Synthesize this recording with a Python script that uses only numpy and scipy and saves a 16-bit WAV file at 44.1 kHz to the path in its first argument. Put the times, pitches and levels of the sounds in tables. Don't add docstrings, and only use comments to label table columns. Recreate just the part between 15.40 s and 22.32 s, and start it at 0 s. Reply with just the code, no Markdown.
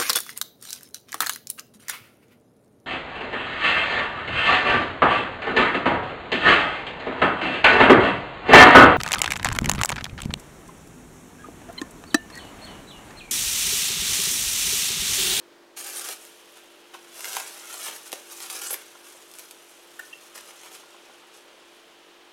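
import sys
import numpy as np
from scipy import signal
from scipy.fft import rfft, irfft
from scipy.io import wavfile

SR = 44100
rng = np.random.default_rng(int(sys.argv[2]) if len(sys.argv) > 2 else 0)


def transcribe(u):
    v = np.clip(np.atleast_2d(u).T, -1, 1)
    q = np.round(v * 32767).astype(np.int16)
    wavfile.write(sys.argv[1], SR, q)


N = 305210
TIME = np.arange(N) / SR

# t/s, shaded share/0-1
SHADE_CURVE = [(4.5, 0), (5.35, .4), (5.7, .9), (6.9, 0.84)]


def from_db(db):
    return 10 ** (np.asarray(db) / 20)


def rms_one(x):
    return x / np.sqrt(np.mean(x ** 2) + 1e-20)


def die_away(t, t60):
    return np.exp(-np.log(1000) * t / t60)


def in_time(rows):
    s, *columns = np.transpose(rows)
    return [np.interp(TIME, s, column) for column in columns]


def at_hz(points, hz):
    known, values = np.transpose(points)
    return np.interp(np.log(np.maximum(hz, 1)), np.log(known), values)


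def add(track, s, sound):
    at = max(round(s * SR), 0)
    track[at:at + len(sound)] += sound[:N - at]


def drift(rate):
    knots = rng.standard_normal(N // 8)
    return rms_one(np.interp(TIME * rate, np.arange(len(knots)), knots))


def cut(x, hz, kind, order=2):
    edge = np.minimum(hz, SR / 2 - 500)
    sos = signal.butter(order, edge, kind, fs=SR, output="sos")
    return signal.sosfilt(sos, x + 1e-18)


def colour(x, spectrum, size=2048):
    level_db = at_hz(spectrum, np.linspace(0, SR / 2, size // 2 + 1))
    cepstrum = irfft(np.log(from_db(level_db)))
    cepstrum[1:size // 2] *= 2
    cepstrum[size // 2 + 1:] = 0
    response = irfft(np.exp(rfft(cepstrum)))
    return signal.oaconvolve(x, response / np.linalg.norm(response))[:N]


def ring(clicks, hz, t60):
    r = from_db(-60 / (t60 * SR))
    w = 2 * np.pi * min(hz, SR / 2 - 500) / SR
    return signal.lfilter([0, np.sin(w)], [1, -2 * r * np.cos(w), r * r], clicks + 1e-18)


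def crinkle(facet_db=0.0, split_hz=4500, clump_db=2.17, rub_db=-6.0, slack_db=-48.0, lone_db=-17.0,
            shade_hz=8000):
    # f/Hz, relative level/dB
    film_colour = [(120, -27), (230, -14.5), (350, -3), (560, 1), (820, -0.5), (1050, -1), (1380, 3.5),
                   (2000, -3), (2500, 1), (3500, 0), (4600, -3.5), (6000, 1), (7800, -0.5), (9400, 2),
                   (12200, -0.5), (15500, -8.5)]
    crackle_db, rustle_db = handling()
    ticks = rms_one(buckles(per_s=4000, spread_db=3.0, clump_db=2.16))
    slack = .5 - .5 * np.tanh((crackle_db - slack_db) / 6)
    lone = from_db(lone_db) * slack * rms_one(buckles(per_s=90, spread_db=2.0, clump_db=-1.0))
    ping_gain = from_db(facet_db + clump_db * drift(140))
    pings = ping_gain * facets(per_s=3000, cycles=12.7, spread_db=3.0)
    crackle = cut(colour(ticks + pings + lone, film_colour), split_hz, "high", order=3)
    shade = np.clip(in_time(SHADE_CURVE)[0], 0, 1)
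    dull = rms_one(cut(crackle, shade_hz, "low", order=1)) * np.std(crackle)
    crackle = (1 - shade) * crackle + shade * dull
    rub = from_db(rub_db) * rng.standard_normal(N)
    rustle = cut(colour(ticks + .5 * lone + rub, film_colour), split_hz, "low", order=3)
    return from_db(crackle_db) * rms_one(crackle) + from_db(rustle_db) * rms_one(rustle)


def handling(taut_rustle_db=-5):
    taut = pulling() * from_db([[0], [taut_rustle_db]])
    return 10 * np.log10(taut ** 2 + swinging())


def pulling(grip_s=0.011, release_t60=.09):
    # start t/s, end t/s, level at the start/dB, level at the end/dB
    pulls = [(.372, 0.554, -38.5, -38), (0.55, .6, -34.5, -35.5), (0.608, 0.724, -37.5, -35.5),
             (1.745, 1.84, -46, -44), (1.848, 2.007, -38, -37), (2.296, 2.48, -44, -35),
             (3.01, 3.065, -41, -43.5), (3.102, 3.19, -38.5, -36), (3.219, 3.275, -34, -37),
             (3.302, 3.336, -34.5, -35)]
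    out = np.zeros(N)
    for start, end, first_db, last_db in pulls:
        grip = np.clip(1 + (TIME - start) / grip_s, 0, 1)
        release = die_away(np.clip(TIME - end, 0, 2 * release_t60), release_t60)
        strength = from_db(np.interp(TIME, [start, end], [first_db, last_db]))
        out = np.maximum(out, grip * release * strength)
    return out


def swinging(loose_rustle_db=-1.5, shaded_rustle_db=5.5):
    # t/s, crackle level/dB
    stir = [(.35, -82), (.4, -59), (1.5, -64.5), (2.0, -53), (3.5, -56.5), (4.4, -58), (5.5, -59),
            (6.1, -64), (6.9, -69)]
    # peak t/s, crackle level/dB, time of a 20 dB rise/s, time of a 20 dB fall/s,
    # rustle against crackle/dB
    swishes = [(.74, -48, .05, .48, -5), (1.16, -57.5, .2, .33, -3), (1.17, -53, .02, .05, 5),
               (1.545, -54, .03, .08, 8.5), (1.98, -40.7, .38, .6, -.5), (2.3, -48, 0.27, 0.22, 1),
               (2.48, -40.5, 0.13, .14, 1), (2.555, -42.5, .15, .11, -5), (2.665, -44.5, .08, .17, -4),
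               (2.735, -45.5, .03, .17, .5), (2.925, -40.5, .085, .3, -6.5), (3.03, -48, 0.067, 0.36, 2.5),
               (3.345, -45.5, .25, .22, -.5), (3.68, -49.5, .15, .27, -4), (4.0, -48.5, .22, .25, -6),
               (4.3, -55, .12, .1, -6), (4.65, -53, .25, .25, -7), (4.82, -52, .02, 0.18, -9),
               (4.953, -43.5, .015, .16, -1), (5.09, -51, .06, .1, 0), (5.255, -49, .2, .17, -1),
               (5.349, -45, .09, .11, -2.5), (5.943, -50, .015, .11, -6), (6.35, -59, .06, .08, -8)]
    crackle = from_db(in_time(stir)[0]) ** 2
    rustle = crackle * from_db(loose_rustle_db + shaded_rustle_db * in_time(SHADE_CURVE)[0]) ** 2
    for s, level_db, rise, fall, rustle_db in swishes:
        away = np.clip(np.maximum((s - TIME) / rise, (TIME - s) / fall), 0, 10)
        swell = from_db(level_db - 20 * away) ** 2
        crackle = crackle + swell
        rustle = rustle + swell * from_db(rustle_db) ** 2
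    return np.array([crackle, rustle])


def buckles(per_s, spread_db, clump_db):
    born = rng.random(N) < per_s / SR
    size_db = spread_db * np.minimum(rng.exponential(1, N), 4) + clump_db * drift(170)
    return born * from_db(size_db) * rng.choice([-1, 1], N)


def facets(per_s, cycles, spread_db, low_hz=4000, top_hz=14000, size=96):
    at = np.flatnonzero(rng.random(N) < per_s / SR)
    pitch, strength = rng.random((len(at), 2)).T
    turns = np.outer(low_hz + (top_hz - low_hz) * pitch, np.arange(size)) / SR
    gain = from_db(spread_db * np.minimum(-np.log1p(-strength), 4))
    pings = gain[:, None] * np.sin(2 * np.pi * turns) * die_away(turns, cycles)
    places = at[:, None] + np.arange(size)
    return rms_one(np.bincount(places.ravel(), pings.ravel(), N)[:N])


def snaps(crack=1.6, thump_hz=3000, size=4096):
    # t/s, level before colouring/dB, low thump against it/dB, t60/s
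    creases = [(.375, -33, -6, .035), (.572, -26, -9, .009), (.6875, -25, -10, .03),
               (.7262, -29, -13, .016), (.851, -35, -14, .007), (1.8067, -26.5, 1, .01),
               (1.8445, -24, 2, .011), (1.854, -26.5, -1.5, .02), (1.931, -27.5, -10, .03),
               (1.9678, -18, 6, .011), (1.9992, -25.5, 2, .025), (2.341, -30.5, -4, .025),
               (2.483, -28.5, 4, .02), (2.562, -32, -9, .025), (2.719, -23, -6, .006),
               (2.7283, -17.5, -1.5, .012), (3.0032, -26.5, -4, .012), (3.1003, -24, -1.5, .014),
               (3.217, -30, -9, .015), (3.3061, -23, -3, .008), (3.3422, -24, 0, .011),
               (3.824, -38, -14, .009), (3.915, -35, -14, .006), (3.938, -36, -16, .013),
               (3.9865, -26, -13, .005), (3.994, -31.5, -12, .013), (4.11, -33, -18, .018),
               (4.5938, -33, -18, .025), (4.978, -37, 4, .03), (5.108, -39, 7, .007),
               (5.351, -38, -2, .015)]
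    # f/Hz, relative level/dB
    snap_colour = [(100, -32), (230, -17), (400, -16), (540, -22), (760, 1), (1250, 3), (1800, 1),
                   (3000, 2.5), (4400, -1.5), (6000, -0.5), (9000, -0.5), (12500, -1.5), (15500, -12)]
    cracks, thumps = np.zeros(N), np.zeros(N)
    t = np.arange(size) / SR
    for s, level_db, thump_db, t60 in creases:
        cascade = rng.standard_normal(size) * die_away(t, t60)
        cascade[0] = crack
        add(cracks, s, from_db(level_db) * cascade)
        add(thumps, s, from_db(level_db + thump_db) * cascade)
    high = cut(cracks, thump_hz, "high", order=1)
    low = cut(thumps, thump_hz, "low", order=1)
    return colour(high + low, snap_colour)


def rips(cycles=27.0, unevenness=0.33, count=60):
    # start t/s, end t/s, typical slips per second, pitch f/Hz, rms level/dB
    runs = [(0.554, 0.598, 470, 9200, -37), (3.263, 3.298, 390, 7900, -37.5),
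            (3.306, 3.335, 500, 10800, -29.5), (3.327, 3.346, 530, 12200, -30)]
    out = np.zeros(N)
    for start, end, per_s, hz, level_db in runs:
        slips = np.zeros(max(round((end - start) * SR), 1))
        gaps = np.exp(unevenness * rng.standard_normal(count)) / per_s
        at = (np.cumsum(gaps) * SR).astype(int)
        sizes = from_db(rng.normal(0, 4.2, count))
        inside = at < len(slips)
        slips[at[inside]] = sizes[inside]
        add(out, start, from_db(level_db) * rms_one(ring(slips, hz, cycles / hz)))
    return out


def squeaks(ring_db=-13.0, ring_t60=0.22, size=6615):
    # t/s, length/s, start f/Hz, end f/Hz, level before a 1 dB lift/dB
    tones = [(4.5914, 0.012, 1500, 1470, -34.5), (4.592, 0.011, 1770, 1810, -33),
             (4.595, 0.0085, 2800, 2770, -49), (4.7276, 0.013, 2780, 2680, -35.5),
             (4.728, 0.013, 3040, 3200, -45), (4.730, 0.011, 1850, 1850, -48)]
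    out = np.zeros(N)
    t = np.arange(size) / SR
    for s, length, start_hz, end_hz, level_db in tones:
        phase = 2 * np.pi * np.cumsum(np.interp(t, [0, length], [start_hz, end_hz])) / SR
        grip = np.sqrt(np.maximum(np.sin(np.pi * np.minimum(t / length, 1)), 0))
        after = np.minimum(t / length, 1) * from_db(ring_db) * die_away(t, ring_t60)
        add(out, s, from_db(level_db + 1.0) * (grip + after) * np.sin(phase))
    return out


def reflections(x, near_db=-5.0, nearest_s=.001, farthest_s=.008, sway=0.253, count=6):
    echoes = np.zeros(N)
    for k, delay in enumerate(np.geomspace(nearest_s, farthest_s, count)):
        shift = sway * np.sqrt(delay * nearest_s) * drift(4)
        echoes += (-1) ** k * np.interp(TIME - delay - shift, TIME, x)
    return (x + from_db(near_db) * echoes / np.sqrt(count)) / np.hypot(1, from_db(near_db))


def knocks(contact_s=0.00512, focus_db=12.5, uneven_db=1.8):
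    # t/s, level/dB, centre f/Hz
    touches = [(.690, -36.5, 550), (1.546, -39.5, 1060), (1.855, -39, 800), (2.483, -36, 477),
               (2.7273, -29, 397), (3.306, -34.5, 420), (3.324, -35, 500), (3.342, -35, 456),
               (3.55, -45.5, 990), (3.748, -45, 595), (4.595, -46, 784), (5.431, -47, 1110),
               (5.543, -45, 845), (5.693, -45, 720), (5.83, -46.5, 950)]
    # f/Hz, relative level/dB, t60/s
    modes = [(320, -11, .04), (420, -2, 0.033), (539, -2.5, 0.043), (650, -5, 0.033), (783, -6, 0.057),
             (934, -2.5, 0.049), (1070, 0.5, 0.041), (1370, 2, 0.033), (1920, 0, .025)]
    out = np.zeros(N)
    for k, (hz, mode_db, t60) in enumerate(modes):
        push = np.zeros(N)
        for s, level_db, centre_hz in touches:
            off_centre_db = focus_db * np.log2(hz / centre_hz) ** 2
            strength_db = level_db + mode_db - off_centre_db + uneven_db * rng.standard_normal()
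            add(push, s + contact_s * rng.random(), from_db([strength_db]) * (-1) ** k)
        out += ring(push, hz, t60)
    return out


def background(waver_db=1.5, wander=0.62, hiss_hz=3100, hiss_t60=0.0023):
    # f/Hz, peak level before waver and curve/dB
    hum_tones = [(148.5, -87), (198, -81), (247, -74), (296.1, -68), (328, -78), (345.6, -58.5),
                 (395.2, -66.5), (444.8, -64), (506, -69.5), (541, -76), (592.8, -66.5)]
    # f/Hz, relative level/dB
    air_colour = [(25, -18.5), (100, -19), (135, -19.5), (165, -10), (230, -11), (320, -1.5), (600, -1.5),
                  (850, -2), (1200, -4), (1800, -6), (2300, -9), (3200, -10.5), (4500, -13), (15500, -28)]
    # t/s, hum change/dB, air level/dB, faint hiss level/dB
    level_curves = [(0, 1.5, -54.5, -69), (0.35, 2, -57, -70), (0.39, 0, -56, -57), (2.0, 1, -55.5, -59),
                    (4.1, 0.5, -56.5, -59.5), (4.6, -1.5, -55, -59.5), (6.9, -2, -55.5, -58.5)]
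    hum_db, air_db, hiss_db = in_time(level_curves)
    hum = np.zeros(N)
    for hz, level_db in hum_tones:
        gain = from_db(level_db + waver_db * drift(7))
        hum += gain * np.sin(2 * np.pi * hz * TIME + wander * drift(9))
    air = colour(rng.standard_normal(N), air_colour)
    hiss = rms_one(cut(ring(rng.standard_normal(N), hiss_hz, hiss_t60), 1350, "high"))
    return from_db(hum_db) * hum + from_db(air_db) * air + from_db(hiss_db) * hiss


def kitchen(x, room_db=-11.0, size=22050, count=8):
    # f/Hz, t60/s
    decay = [(200, 0.34), (1500, 0.3), (6000, 0.23), (14000, 0.15)]
    t = np.arange(size) / SR
    edges = np.geomspace(100, 18000, count + 1)
    tail = np.zeros(size)
    for low, high in zip(edges, edges[1:]):
        band = cut(rng.standard_normal(size), [low, high], "band")
        tail += band * die_away(t, at_hz(decay, np.sqrt(low * high)))
    tail *= t > .004
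    response = from_db(room_db) * tail / np.linalg.norm(tail)
    response[0] = 1
    return signal.oaconvolve(x, response / np.linalg.norm(response))[:N]


def scene(bass_hz=190, knock_bass_hz=280):
    bright_rips = cut(rips(), 2700, "high")
    film = reflections(crinkle() + snaps() + bright_rips) + squeaks()
    near = cut(film, bass_hz, "high", order=3) + cut(knocks(), knock_bass_hz, "high", order=3)
    return (kitchen(near) + background())[None]


def record(dry, cutoff_hz=15900):
    return signal.sosfilt(signal.ellip(12, .1, 80, cutoff_hz, fs=SR, output="sos"), dry)


dry = scene()
out = record(dry)
transcribe(out)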